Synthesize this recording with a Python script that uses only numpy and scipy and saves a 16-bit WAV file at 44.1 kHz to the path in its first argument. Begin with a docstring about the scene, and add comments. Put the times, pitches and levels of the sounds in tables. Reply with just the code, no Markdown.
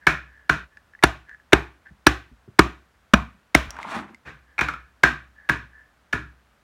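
"""Mashing a raw egg

A steel masher bashes an egg on a plastic plate on a wooden kitchen bench, about twice a second.
Each blow crunches shell, clacks the plate and thumps the bench; between blows the plate creaks,
and once it is dragged. The middle stretch is heard from right beside the plate, where the blows
overload the microphone; the rest from across the bench."""
import sys
import numpy as np
from scipy import signal
from scipy.fft import rfft, irfft
from scipy.io import wavfile
from scipy.ndimage import uniform_filter1d

SR = 44100
rng = np.random.default_rng(int(sys.argv[2]) if len(sys.argv) > 2 else 0)


def transcribe(u):
    """Save the signal u as a 16-bit wav file named by the first command-line argument.

    u: samples, shape (n,) or (channels, n), limited to [-1, 1]; the rate is SR.
    q: integer samples, one column per channel.
    """
    v = np.clip(np.atleast_2d(u).T, -1, 1)
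    q = np.round(v * 32767).astype(np.int16)
    wavfile.write(sys.argv[1], SR, q)


N = 292383
TIME = np.arange(N) / SR
RING_TIME = TIME[:int(.7 * SR)]
CLOSE_FROM_S, CLOSE_TO_S = .682, 4.25
DRAG_START_S, DRAG_CATCH_S, DRAG_END_S = 3.68, 3.962, 4.15

# the wooden bench's modes: f/Hz, level/dB, t60/s
BENCH_MODES = [(64.74, -4.5, 0.21), (111.46, -13, 0.3), (147, -3, 0.12), (197, -1.5, 0.056), (247, -5, .12),
               (302.5, -7, 0.15), (379, -12.5, 0.13), (426, -6, 0.079)]
# perspectives, far then close: clack reverb send/dB, thud reverb send/dB, room boom/dB, air push/dB
PERSPECTIVES = [(-4.5, -5, -9, -28.5), (-18, -17, -28.5, -0.5)]


def undb(db):
    """Decibels to gain."""
    return 10 ** (np.asarray(db) / 20)


def unit(x):
    """Scale to rms 1."""
    return x / np.sqrt(np.mean(x ** 2))


def strike_level(x, db):
    """Give a hit this rms level over its first 20 ms."""
    return undb(db) * x / np.sqrt(np.mean(x[:SR // 50] ** 2))


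def add(track, s, x):
    """Mix x into the track from s seconds on."""
    i = max(int(s * SR), 0)
    track[i:i + len(x)] += x[:N - i]


def through(x, response):
    """Pass x through an impulse response."""
    return signal.fftconvolve(x, response)[:len(x)]


def on_log_axis(hz, points, values):
    """Read a curve over log frequency."""
    return np.interp(np.log(hz + 1e-3), np.log(points), values)


def colour(x, spectrum, size=4096):
    """Minimum-phase EQ through points of f/Hz, level/dB."""
    curve_db = on_log_axis(np.fft.rfftfreq(size, 1 / SR), *np.transpose(spectrum))
    cepstrum = irfft(np.log(undb(curve_db)))
    cepstrum[1:size // 2] *= 2
    return through(x, irfft(np.exp(rfft(cepstrum[:size // 2], size))))


def broadband(force, size=1024):
    """Flatten a burst's spectrum so that, like one hard knock, it drives all frequencies alike."""
    power = uniform_filter1d(np.abs(rfft(force[:size])) ** 2, size=7)
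    db = -10 * np.log10(power / power.mean() + 1e-3)
    return colour(force, np.transpose([np.fft.rfftfreq(size, 1 / SR), db])[1:])


def ring(modes, pitch=1, scatter_db=0, size=SR // 4):
    """Damped modes; scatter weights them anew, as each blow lands on another spot."""
    hz, db, t60 = np.transpose(modes)[:, :, None]
    polarity = (-1) ** np.arange(len(db))[:, None]
    weight = polarity * undb(db + scatter_db * rng.standard_normal(db.shape))
    t = RING_TIME[:size]
    decay = np.exp(-np.log(1000) * t / t60)
    return np.sum(weight * np.sin(2 * np.pi * hz * pitch * t) * decay, axis=0)


def grains(rate, spread_db, size=N):
    """Random tiny impacts of uneven strength, about `rate` a second."""
    strength = undb(spread_db * np.minimum(rng.exponential(size=size), 4))
    return (rng.random(size) < rate / SR) * rng.choice([-1, 1], size) * strength


def is_close(s):
    """Whether a sound starting at s rings out in the close perspective."""
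    return CLOSE_FROM_S < s + .1 < CLOSE_TO_S


def room_tone():
    """Quiet, steady kitchen air: a low rumble under faint hiss."""
    # the air's spectrum: f/Hz, level/dB
    air_eq = [(25, -10), (62, 5), (110, -6), (200, -7), (400, -13), (650, -11), (900, -11.5), (1500, -9),
              (2200, -16.5), (5000, -26), (16000, -36.5)]
    return undb(-62) * unit(colour(rng.standard_normal(N), air_eq))


def kitchen_reverb():
    """Dense reflections from walls and cupboards, as an impulse response of unit energy."""
    # reverb bands: f/Hz, level/dB, t60/s
    reverb_bands = [(59.96, -2.5, 0.36), (150.4, -0.5, .34), (335, -3.5, .3), (684, 2, 0.25),
                    (1500, -7.5, 0.31), (2980, -9.5, 0.32), (6000, -4.5, 0.27), (9900, -8, 0.24),
                    (16000, -15, 0.29)]
    points, db, t60 = np.transpose(reverb_bands)
    hz, s, cells = signal.stft(rng.standard_normal(len(RING_TIME)), SR, nperseg=512)
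    fade_db = on_log_axis(hz, points, db)[:, None] - 60 * s / on_log_axis(hz, points, t60)[:, None]
    tail = signal.istft(cells * undb(fade_db), SR)[1][:len(RING_TIME)]
    tail *= np.clip(RING_TIME / 0.0036 - 1, 0, 1)  # pre-delay, then fade-in
    return tail / np.linalg.norm(tail)


def radiate(force, body, db, room, send_db):
    """A body driven by a force: the direct sound, plus its own colour lingering in the room."""
    direct = strike_level(through(force, body), db)
    diffuse = through(room, body)
    out = undb(send_db) * diffuse * np.linalg.norm(direct) / np.linalg.norm(diffuse)
    add(out, 0, direct)
    return out


def creaks(close):
    """The plate sticks and slips on the wood as pressure shifts; each slip rings its damped modes."""
    # creak cues: start/s, end/s, level/dB
    creak_cues = [(0, 0.067, -51), (0.22, 0.492, -57), (0.688, 0.828, -61.5), (1.26, 1.373, -43.5),
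                  (1.847, 1.906, -46.5), (4.42, 4.592, -62.5), (4.7, 4.872, -56), (5.336, 5.493, -51),
                  (5.681, 5.871, -54)]
    body = ring([(1500, -6.5, 0.018), (1720, 3.5, 0.038), (2080, -12.5, 0.0089)])
    slips = unit(through(grains(rate=700, spread_db=2.5), body))
    effort = np.zeros(N)
    for start, end, db in creak_cues:
        if is_close(start) == close:
            add(effort, start, undb(db) * signal.windows.tukey(int((end - start) * SR), .7))
    return slips * effort


def ticks():
    """Light touches of plate, shell and steel: a short ring and a speck of crackle around its pitch."""
    # touches: t/s, level/dB, f/Hz, crackle against the ring/dB
    tick_cues = [(0.7717, -48.5, 1720, -10), (0.936, -53, 1720, -30), (.95, -47, 1720, -35),
                 (0.991, -53, 1930, -21), (1.2941, -44, 1738, -15), (1.3463, -48.5, 1714, -26),
                 (1.399, -56, 1683, -16), (3.706, -50, 5650, 7.5), (3.767, -41, 1500, -10),
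                 (3.788, -36, 956, -6), (3.8295, -45, 2090, 0), (3.85, -37, 900, -22),
                 (4.146, -50, 2080, -6)]
    out, t = np.zeros(N), RING_TIME[:SR // 10]
    for s, db, hz, crackle_db in tick_cues:
        tone = ring([(hz, 0, 0.026)], size=len(t)) * (1 - np.exp(-t / 0.00035))
        speck_eq = [(0.23 * hz, -10), (hz, 0), (1.4 * hz, -7), (4 * hz, -20), (9 * hz, -38)]
        speck = colour(rng.standard_normal(len(t)) * np.exp(-t / 0.0018), speck_eq)
        add(out, s, strike_level(tone, db) + strike_level(speck, db + crackle_db))
    return out


def nudges():
    """Soft pushes on the bench sound its modes, dull and short."""
    # pushes: t/s, level/dB
    nudge_cues = [(1.909, -46.5), (2.315, -45.5), (2.478, -42.5), (3.67, -35)]
    out = np.zeros(N)
    for s, db in nudge_cues:
        thud = colour(ring(BENCH_MODES, scatter_db=8.5), [(90, 1), (200, -11), (450, -15)])
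        add(out, s, strike_level(thud * np.exp(-RING_TIME[:len(thud)] / 0.03), db))
    return out


def drag_swell(catch_db, rise_db_per_s, fall_db_per_s):
    """Gain of a drag layer: it grows in fits until the plate catches, then fades till the masher lifts."""
    edge_s, fit_s, waver_db = 0.0088, 0.017, 3
    gate = np.clip(np.minimum(TIME - DRAG_START_S, DRAG_END_S - TIME) / edge_s, 0, 1)
    since_catch = TIME - DRAG_CATCH_S
    slope_db = np.minimum(rise_db_per_s * since_catch, -fall_db_per_s * since_catch)
    fits = np.interp((TIME - DRAG_START_S) / fit_s, np.arange(200), rng.standard_normal(200))
    return gate * undb(catch_db + slope_db + waver_db * fits)


def drag():
    """The shoved plate scrapes, judders and catches with a bump while wet shell grinds under the grid."""
    # plastic scraping on wood: f/Hz, level/dB
    scrape_eq = [(260, -41.5), (450, -12.5), (523, -17), (609, -2.5), (667, -4.5), (1080, 1.5), (1960, -7),
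                 (2370, -8.5), (5000, -39), (6500, -59.5), (11000, -120)]
    # grinding shell: f/Hz, level/dB
    grit_eq = [(2060, -16), (3500, -0.5), (4900, -10.5), (8970, -16.5), (14500, -35), (16000, -30)]
    # the juddering plate's modes: f/Hz, level/dB, t60/s
    judder_modes = [(182, -2, 0.024), (234, -0.5, 0.046), (322, -2.5, 0.025)]
    slips = grains(rate=2200, spread_db=2.6)
    grinding = grains(rate=9000, spread_db=2.2)
    out = drag_swell(-31, 59, 166) * unit(colour(slips, scrape_eq))
    out += drag_swell(-42, 110, 250) * unit(colour(grinding, grit_eq))
    bump = ring(judder_modes, size=len(RING_TIME)) * (1 - np.exp(-RING_TIME / 0.0045))
    add(out, DRAG_CATCH_S, strike_level(bump, db=-31.5))
    judder_gain = drag_swell(-39.5, 95, 74)
    judder = unit(through(grains(rate=1600, spread_db=-1), ring(judder_modes)))
    return out + judder_gain * judder


def plate_clack(focus_hz):
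    """The plastic plate's ring; the struck spot favours the modes near one frequency."""
    # the plate's modes: f/Hz, level/dB, t60/s
    plate_modes = [(533, -17.5, 0.025), (777.6, -22.5, 0.0067), (851.8, -12, 0.022), (1077, -0.5, 0.0075),
                   (1295, -4, 0.023), (1420, -3.5, 0.024), (1580, -6, .03), (1690, -4, 0.024),
                   (1880, 0, 0.0062), (2187, 1.5, 0.012), (2480, -6, 0.014), (3100, -25.5, 0.0018),
                   (3640, -20, 0.015)]
    hz, db, t60 = np.transpose(plate_modes)
    favour_db = 9 * np.exp(-(np.log(hz / focus_hz) / .15) ** 2)
    return ring(np.transpose([hz, db + favour_db, t60]), scatter_db=1.5, size=SR // 10)


def blow(crunch_s, plate_db, focus_hz, crack_db, slap_db, slap_hz, bench_db, perspective):
    """The grid crushes shell for a few milliseconds, slaps the plate on the wood and shakes the bench."""
    # the steel masher's modes: f/Hz, level/dB, t60/s
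    steel_modes = [(4050, -0.5, 0.005), (4500, -3, 0.021), (5270, -2, 0.012), (5692, -2, 0.032),
                   (7050, -3.5, 0.009), (8730, -8.5, 0.022), (9707, -4, 0.016), (14500, -17, .025)]
    # breaking shell and spattering egg: f/Hz, level/dB
    crack_eq = [(200, -7.5), (600, 0), (1500, 8), (2500, 4.5), (3900, -3.5), (4900, -12), (5700, -11),
                (7500, -16.5), (10000, -22), (16000, -25.5)]
    # the plate's wet floor slapping flat on the wood: multiple of slap_hz, level/dB, t60/s
    slap_modes = [(.52, -10, .04), (.92, -0.5, .028), (1.17, -1.5, 0.029), (2.1, -4.5, 0.013),
                  (2.55, -3.5, 0.018), (3.2, -5, .016)]
    clack_send_db, thud_send_db, boom_db, air_db = perspective
    t, room = RING_TIME[:SR // 4], kitchen_reverb()
    pressure = (1 - np.exp(-t / 0.00044)) * np.exp(-(t / crunch_s) ** 2)
    crunch = broadband(grains(rate=7000, spread_db=1, size=len(t)) * pressure)
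    out = radiate(crunch, plate_clack(focus_hz), plate_db, room, clack_send_db)
    steel = ring(steel_modes, scatter_db=6.5, size=SR // 10)
    out += radiate(crunch, steel, crack_db - 15, room, clack_send_db - 8.5)
    # egg and splinters keep spattering after the contact
    spray = pressure + undb(-32) * np.exp(-t / 0.051)
    spatter = grains(rate=8300, spread_db=1.5, size=len(t)) * spray
    shell = colour(signal.unit_impulse(SR // 20), crack_eq)
    out += radiate(spatter, shell, crack_db, room, clack_send_db + 4)
    # wet egg cushions the slap, and the heavy bench takes longer still to get moving
    push = signal.unit_impulse(len(t))
    slap = ring(slap_modes, slap_hz, scatter_db=4.5) * (1 - np.exp(-t / 0.0019))
    out += radiate(push, slap, slap_db, room, thud_send_db - 2)
    bench = ring(BENCH_MODES, scatter_db=2) * (1 - np.exp(-t / .005))
    out += radiate(push, bench, bench_db, room, thud_send_db + 2)
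    # the flexing bench top pumps air, and wakes the room's lowest standing wave
    air_push = ring([(63.1, 0, 0.3)]) * (1 - np.exp(-t / 0.0015))
    add(out, .003, strike_level(air_push, bench_db + air_db))
    standing_wave = ring([(63, 0.0035, 0.8)], size=len(RING_TIME)) * (1 - np.exp(-RING_TIME / 0.03))
    return out + undb(bench_db + boom_db) * standing_wave


def glance(db, focus_hz, perspective):
    """A light contact: mostly clack, with little weight behind it."""
    return blow(crunch_s=.0048, plate_db=db, focus_hz=focus_hz, crack_db=db - 12.5,
                slap_db=db - 26, slap_hz=360, bench_db=db - 21.5, perspective=perspective)


def bashing(close):
    """Each stroke touches first, then lands; its force sets clack, crack, slap and thump together."""
    # strokes: t/s, first touch's lead/s, crunch length/s, force/dB, shell crack against force/dB,
    # plate focus/Hz, slap pitch/Hz
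    strokes = [ (0.068, .001, 0.0045, -12.5, -8.5, 1700, 310),
               (0.4955, .0025, 0.0032, -16.5, -8.5, 1500, 290), (1.036, .0098, .006, -10, -1, 840, 305),
               (1.5302, .008, .0028, -4, -9.5, 900, 339.3), (2.0670, .003, 0.0046, -8.5, 0, 1690, 339.3),
               (2.5911, 0.0035, 0.0031, -4, -7, 1089, 350), (3.1365, .002, 0.0035, -6, -9.5, 1122, 241),
               (3.5490, .004, 0.002, -10.5, 0.5, 2024, 272.6), (4.211, .002, 0.0032, -38, 6, 2100, 293),
               (4.6103, .002, 0.005, -24, -4, 2480, 338.6), (5.0351, .003, 0.0033, -10.5, -9.5, 1632, 316),
               (5.4947, .0053, 0.0028, -18, -9, 1690, 296), (6.1308, .004, 0.0032, -25, -8, 1400, 299.6)]
    # low end at full force, far then close: slap/dB, bench thump/dB
    thud_levels = [(-10.5, -24.5), (1, -21.5)]
    # masher and plate clattering around an off-centre blow: t/s, level/dB, plate focus/Hz
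    clatter_cues = [(4.58, -30, 2480), (4.5889, -20, 2480), (4.6846, -24.5, 1344), (4.736, -38, 1370)]
    out, perspective = np.zeros(N), PERSPECTIVES[int(close)]
    full_slap_db, full_bench_db = thud_levels[int(close)]
    for s, lead_s, crunch_s, force_db, shell_db, focus_hz, slap_hz in strokes:
        if is_close(s) == close:
            # the first touch gives way at the same load in every stroke
            add(out, s - lead_s, glance(db=-23, focus_hz=1700, perspective=perspective))
            crack_db = force_db + shell_db
            slap_db = full_slap_db + 1.25 * force_db
            bench_db = full_bench_db + .2 * force_db
            hit = blow(crunch_s, force_db, focus_hz, crack_db, slap_db, slap_hz, bench_db, perspective)
            add(out, s, hit)
    for s, db, focus_hz in clatter_cues:
        if is_close(s) == close:
            add(out, s, glance(db, focus_hz, perspective))
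    return out


def mashing(close):
    """The action from one perspective; drag, ticks and nudges are only heard beside the plate."""
    handling = creaks(close)
    if close:
        handling += drag() + ticks() + nudges()
    send_db = PERSPECTIVES[int(close)][0]
    return handling + undb(send_db) * through(handling, kitchen_reverb()) + bashing(close)


def scene():
    """The sound cuts from across the bench to beside the plate and fades back, over room tone."""
    beside = uniform_filter1d(1. * ((TIME > CLOSE_FROM_S) & (TIME < CLOSE_TO_S)), size=400)
    across = np.clip((CLOSE_FROM_S - TIME) / 0.048, 0, 1) + np.clip((TIME - CLOSE_TO_S) / 0.036, 0, 1)
    return (room_tone() + beside * mashing(close=True) + across * mashing(close=False))[None]


def record(dry):
    """The microphone loses the deepest bass, flattens the loudest peaks and cuts the top."""
    low_cut_hz, high_cut_hz = 44, 15900
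    x = signal.sosfilt(signal.butter(4, low_cut_hz, "high", fs=SR, output="sos"), dry)
    clipped = x / (1 + x ** 8) ** (1 / 8)
    return signal.sosfilt(signal.ellip(10, .2, 85, high_cut_hz, fs=SR, output="sos"), clipped)


dry = scene()
out = record(dry)
transcribe(out)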